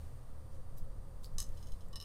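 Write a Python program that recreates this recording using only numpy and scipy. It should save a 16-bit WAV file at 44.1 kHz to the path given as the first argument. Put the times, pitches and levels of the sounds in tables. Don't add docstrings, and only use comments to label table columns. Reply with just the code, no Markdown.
import sys
import numpy as np
from scipy import signal
from scipy.fft import rfft, irfft
from scipy.io import wavfile

SR = 44100
rng = np.random.default_rng(int(sys.argv[2]) if len(sys.argv) > 2 else 0)


def unload_audio(sound):
    columns = np.transpose(np.atleast_2d(sound))
    steps = np.round(np.clip(columns, -1, 1) * 32767)
    wavfile.write(sys.argv[1], SR, steps.astype(np.int16))


def volts_from_db(level):
    exponent = np.asarray(level, float) / 20
    return 10 ** exponent


N = 90228
t = np.arange(N) / SR


def rms_one(x):
    return x / np.sqrt(np.mean(x ** 2) + 1e-20)


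def bell(x):
    return np.exp(-0.5 * x ** 2)


def coloured(points):
    hz = np.fft.rfftfreq(2 * N, 1 / SR) + 0.1
    at, db = np.transpose(points)
    octaves_below = np.maximum(np.log2(at[0] / hz), 0)
    octaves_above = np.maximum(np.log2(hz / at[-1]), 0)
    gain = volts_from_db(np.interp(np.log(hz), np.log(at), db) - 40 * (octaves_below + octaves_above))
    return rms_one(irfft(rfft(rng.standard_normal(2 * N)) * gain)[:N])


def ring(clicks, hz, t60):
    r = volts_from_db(-60 / (t60 * SR))
    w = 2 * np.pi * hz / SR
    return signal.lfilter([0, np.sin(w)], [1, -2 * r * np.cos(w), r * r], clicks + 1e-18)


def train(times, sizes):
    out = np.zeros(N)
    out[(np.asarray(times) * SR).astype(int)] = sizes
    return out


def fade(clicks, t60):
    return signal.lfilter([1], [1, -volts_from_db(-60 / (t60 * SR))], np.abs(clicks) + 1e-18)


# (frequency [Hz], level per Hz [dB])
RUMBLE = [(4, 3.5), (12, 5), (22, -5.5), (45, -11.5), (64, -31.5), (105, -23), (170, -27.5), (300, -51.5)]
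# (time [s], level [dB])
GUSTS = [(0.0, -45.5), (0.05, -49.5), (0.71, -46.5), (0.81, -33), (1.09, -46), (1.32, -40.5), (1.37, -28.5),
         (1.44, -49), (1.49, -38.5), (1.6, -53.5), (1.74, -33), (1.79, -53.5), (1.91, -41.5), (2.04, -43)]


def rumble():
    times, gust_db = np.transpose(GUSTS)
    gust_share = 0.49
    swing_db = gust_share * (np.interp(t, times, gust_db) - gust_db.mean())
    return volts_from_db(-40.5 + swing_db) * coloured(RUMBLE)


# (frequency [Hz], width [Hz], rms level [dB])
HUMS = [(79.8, 14, -53.5), (119, 15.8, -60.5), (170.2, 31, -71.5), (530.5, 87, -69.5), (4670, 200, -88.5),
        (9160, 600, -82)]


def hums():
    out = np.zeros(N)
    for hz, width_hz, db in HUMS:
        t60 = np.log(1000) / np.pi / width_hz
        tone = ring(ring(rng.standard_normal(N + SR), hz, t60), hz, t60)[SR:]
        out += volts_from_db(db) * rms_one(tone)
    return out


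# (frequency [Hz], level per Hz [dB])
AIR = [(180, -2), (350, -7.5), (530, -6), (800, -12), (1200, -12), (1550, -23), (1900, -22.5),
       (2350, -35.5)]


def vent_air():
    return volts_from_db(-63.5) * coloured(AIR)


# (frequency [Hz], level per Hz [dB])
HISS = [(1410, -3), (2400, -7), (4100, -6.5), (4470, -7.5), (7460, -9), (8890, -3), (10300, -11),
        (15200, -9.5), (16200, -36)]


def hiss():
    settle_db = 6 * np.exp(-t / 0.17)
    handling_db = 5 * bell((t - 1.6) / 0.14)
    return volts_from_db(-74.5 + settle_db + handling_db) * coloured(HISS)


def background():
    calm = np.minimum((t[-1] - t) / 0.015, 1)
    return calm * (rumble() + hums()) + vent_air() + hiss()


def room(x):
    level_db, t60_s, cut_hz = -11.5, 0.17, 12000
    s = np.arange(SR // 2) / SR
    tail = rng.standard_normal(len(s)) * volts_from_db(-60 * s / t60_s) * (s > 0.003)
    tail = signal.sosfilt(signal.butter(1, cut_hz, fs=SR, output="sos"), tail)
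    tail /= np.sqrt(np.sum(tail ** 2))
    return volts_from_db(level_db) * signal.fftconvolve(x, tail)[:N]


# (time [s], peak level [dB], pitch [Hz])
SNAPS = [
    (.535, -61, 6000),
    (0.782, -33, 12600),
    (1.2345, -57, 3800),
    (1.245, -40, 4580),
    (1.2445, -41.5, 9100),
    (1.259, -44, 4970),
    (1.8850, -47, 12400),
    (1.8858, -49, 7850),
]


def glove_snaps():
    out = np.zeros(N)
    for s, db, hz in SNAPS:
        onset = ring(train([s], volts_from_db(db - 10.5)), hz, 26 / hz)
        out += ring(onset, hz, 4 / hz)
    return out


# (centre time [s], rise [s], level [dB], pitch [Hz], band ratio)
PEELS = [
    (.54, 0.025, -72, 6000, 1.9),
    (0.781, 0.0087, -62, 10200, 2.4),
    (1.244, 0.0088, -58, 9400, 2.1),
    (1.249, 0.0063, -57, 4500, 1.1),
]


def glove_peels():
    grains_per_s, tail_share = 14000, 1.8
    grains = rms_one((rng.random(N) < grains_per_s / SR) * rng.standard_normal(N))
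    out = np.zeros(N)
    for s, rise_s, db, hz, ratio in PEELS:
        edges_hz = [hz / max(ratio, 1.05), min(hz * ratio, 15500)]
        band = signal.butter(2, edges_hz, "band", fs=SR, output="sos")
        puff = bell((t - s) / np.where(t < s, rise_s, rise_s * tail_share))
        out += volts_from_db(db) * puff * signal.sosfilt(band, grains)
    return out


def with_side_modes(modes):
    side = []
    for hz, db, t60 in modes:
        for way in (-1, 1):
            shift = way * 0.022 * rng.uniform(0.6, 1.4)
            side.append((hz * (1 + shift), db - 1, t60 * 0.3))
    return list(modes) + side


def steel(hits, modes, level_db, chatter_db, crack_db, damping, contact_s):
    s, db, *brightness = np.transpose(hits)
    luck_db = 2.5 * rng.standard_normal((len(s), 42))
    chatter_per_s, chatter_t60_s = 1500, 0.056
    chatter = (rng.random(N) < chatter_per_s / SR) * fade(train(s, volts_from_db(db)), chatter_t60_s)
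    chatter *= volts_from_db(chatter_db)
    touch = np.hanning(int(contact_s * SR) + 3)
    touch_t = np.arange(len(touch)) / SR
    out = np.zeros(N)
    for k, (hz, mode_db, t60) in enumerate(with_side_modes(modes)):
        tilt_db = brightness[0] * np.log2(hz / 5000) if brightness else 0
        blows = train(s, volts_from_db(db + tilt_db + luck_db[:, k])) + chatter * rng.standard_normal(N)
        push = touch * np.cos(2 * np.pi * hz * touch_t) * 2 / touch.sum()
        blows = np.convolve(blows, push)[:N]
        sign = (-1) ** k
        out += sign * volts_from_db(mode_db + level_db) * ring(blows, hz, t60 * damping)
    crack_t60_s, crack_band_hz = 0.011, [3350, 13000]
    band = signal.butter(3, crack_band_hz, "band", fs=SR, output="sos")
    envelope = fade(train(s, volts_from_db(db)) + chatter, crack_t60_s)
    crack = np.convolve(envelope, touch / touch.sum())[:N] * rng.standard_normal(N)
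    return out + volts_from_db(crack_db + level_db) * signal.sosfilt(band, crack)


# (time [s], peak level [dB], brightness [dB per octave])
RATTLES = [(1.571, -51.5, -8), (1.578, -54, -9), (1.607, -59, -2), (1.626, -45, -2), (1.659, -57, -9),
           (1.669, -46.5, -2.5), (1.684, -54, 6), (1.7185, -45, -2), (1.733, -57, 6), (1.806, -52, -3),
           (1.817, -57, -10)]
# (frequency [Hz], level [dB], t60 [s])
DAMPED = [(3050, -8.5, 0.043), (3480, -6, 0.015), (4037, -4.5, 0.038), (5140, -3.5, 0.06), (5640, -4, .02),
          (6520, -4, 0.033), (7800, -7, 0.016), (8730, -7, 0.025), (11200, -3, 0.013), (12400, -9, .01)]


def rattles():
    return steel(RATTLES, DAMPED, level_db=-13.5, chatter_db=-11.5, crack_db=0, damping=1.05, contact_s=0.0025)


# (time [s], peak level [dB], brightness [dB per octave])
TAPS = [
    (1.9297, -47, 4),
    (1.934, -53, -10),
    (1.9571, -33, 0),
    (1.9642, -47, 5),
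    (1.970, -44, -2),
    (2.0006, -38, 0),
    (2.0119, -39, 0),
    (2.0249, -40, -1),
    (2.036, -52, 0),
]
# (frequency [Hz], level [dB], t60 [s])
LIGHT = [(1124, -17.5, 0.12), (1840, -20, 0.11), (2962, -7, 0.12), (3500, -19, 0.053), (4000, -3, 0.051),
         (5200, -1, 0.06), (5240, 0, 0.073), (5496, -4, 0.033), (6130, -24, 0.023), (6400, -12, 0.033),
         (8880, -9, 0.041), (9500, -20, .035), (11400, -14, 0.013), (12500, -12, 0.023)]


def taps():
    return steel(TAPS, LIGHT, level_db=-12, chatter_db=-22, crack_db=2, damping=0.95, contact_s=0.0011)


# (time [s], peak level [dB])
CLASH = [
    (1.3829, -24),
    (1.3925, -35),
    (1.397, -36),
    (1.4017, -24),
    (1.415, -35),
    (1.4185, -34),
    (1.4250, -35),
    (1.441, -43),
    (1.465, -50),
    (1.489, -51),
]
# (frequency [Hz], level [dB], t60 [s])
HARD = [(1154, -17, 0.063), (1830, -15, 0.021), (2963, -17.5, 0.051), (3990, -7.5, 0.032),
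        (5137, -4.5, 0.044), (10400, -6, .012), (6175, 0.5, 0.019), (6210, -10, 0.027), (6634, 1, 0.017),
        (6530, 3, 0.011), (7850, 0.5, 0.01), (8350, -14, 0.045), (9300, -3.5, 0.01), (12790, -6, 0.015)]


def clash():
    return steel(CLASH, HARD, level_db=-15, chatter_db=-20.5, crack_db=2, damping=1.0, contact_s=0.0009)


def scene():
    near = clash() + glove_snaps() + glove_peels() + rattles() + taps()
    return (near + room(near) + background())[None]


def low_pass(x):
    return signal.sosfilt(signal.butter(12, 16330, fs=SR, output="sos"), x)


def record(dry):
    cut = signal.sosfilt(signal.cheby2(14, 50, 16600, fs=SR, output="sos"), dry)
    return low_pass(cut)


dry = scene()
out = record(dry)
unload_audio(out)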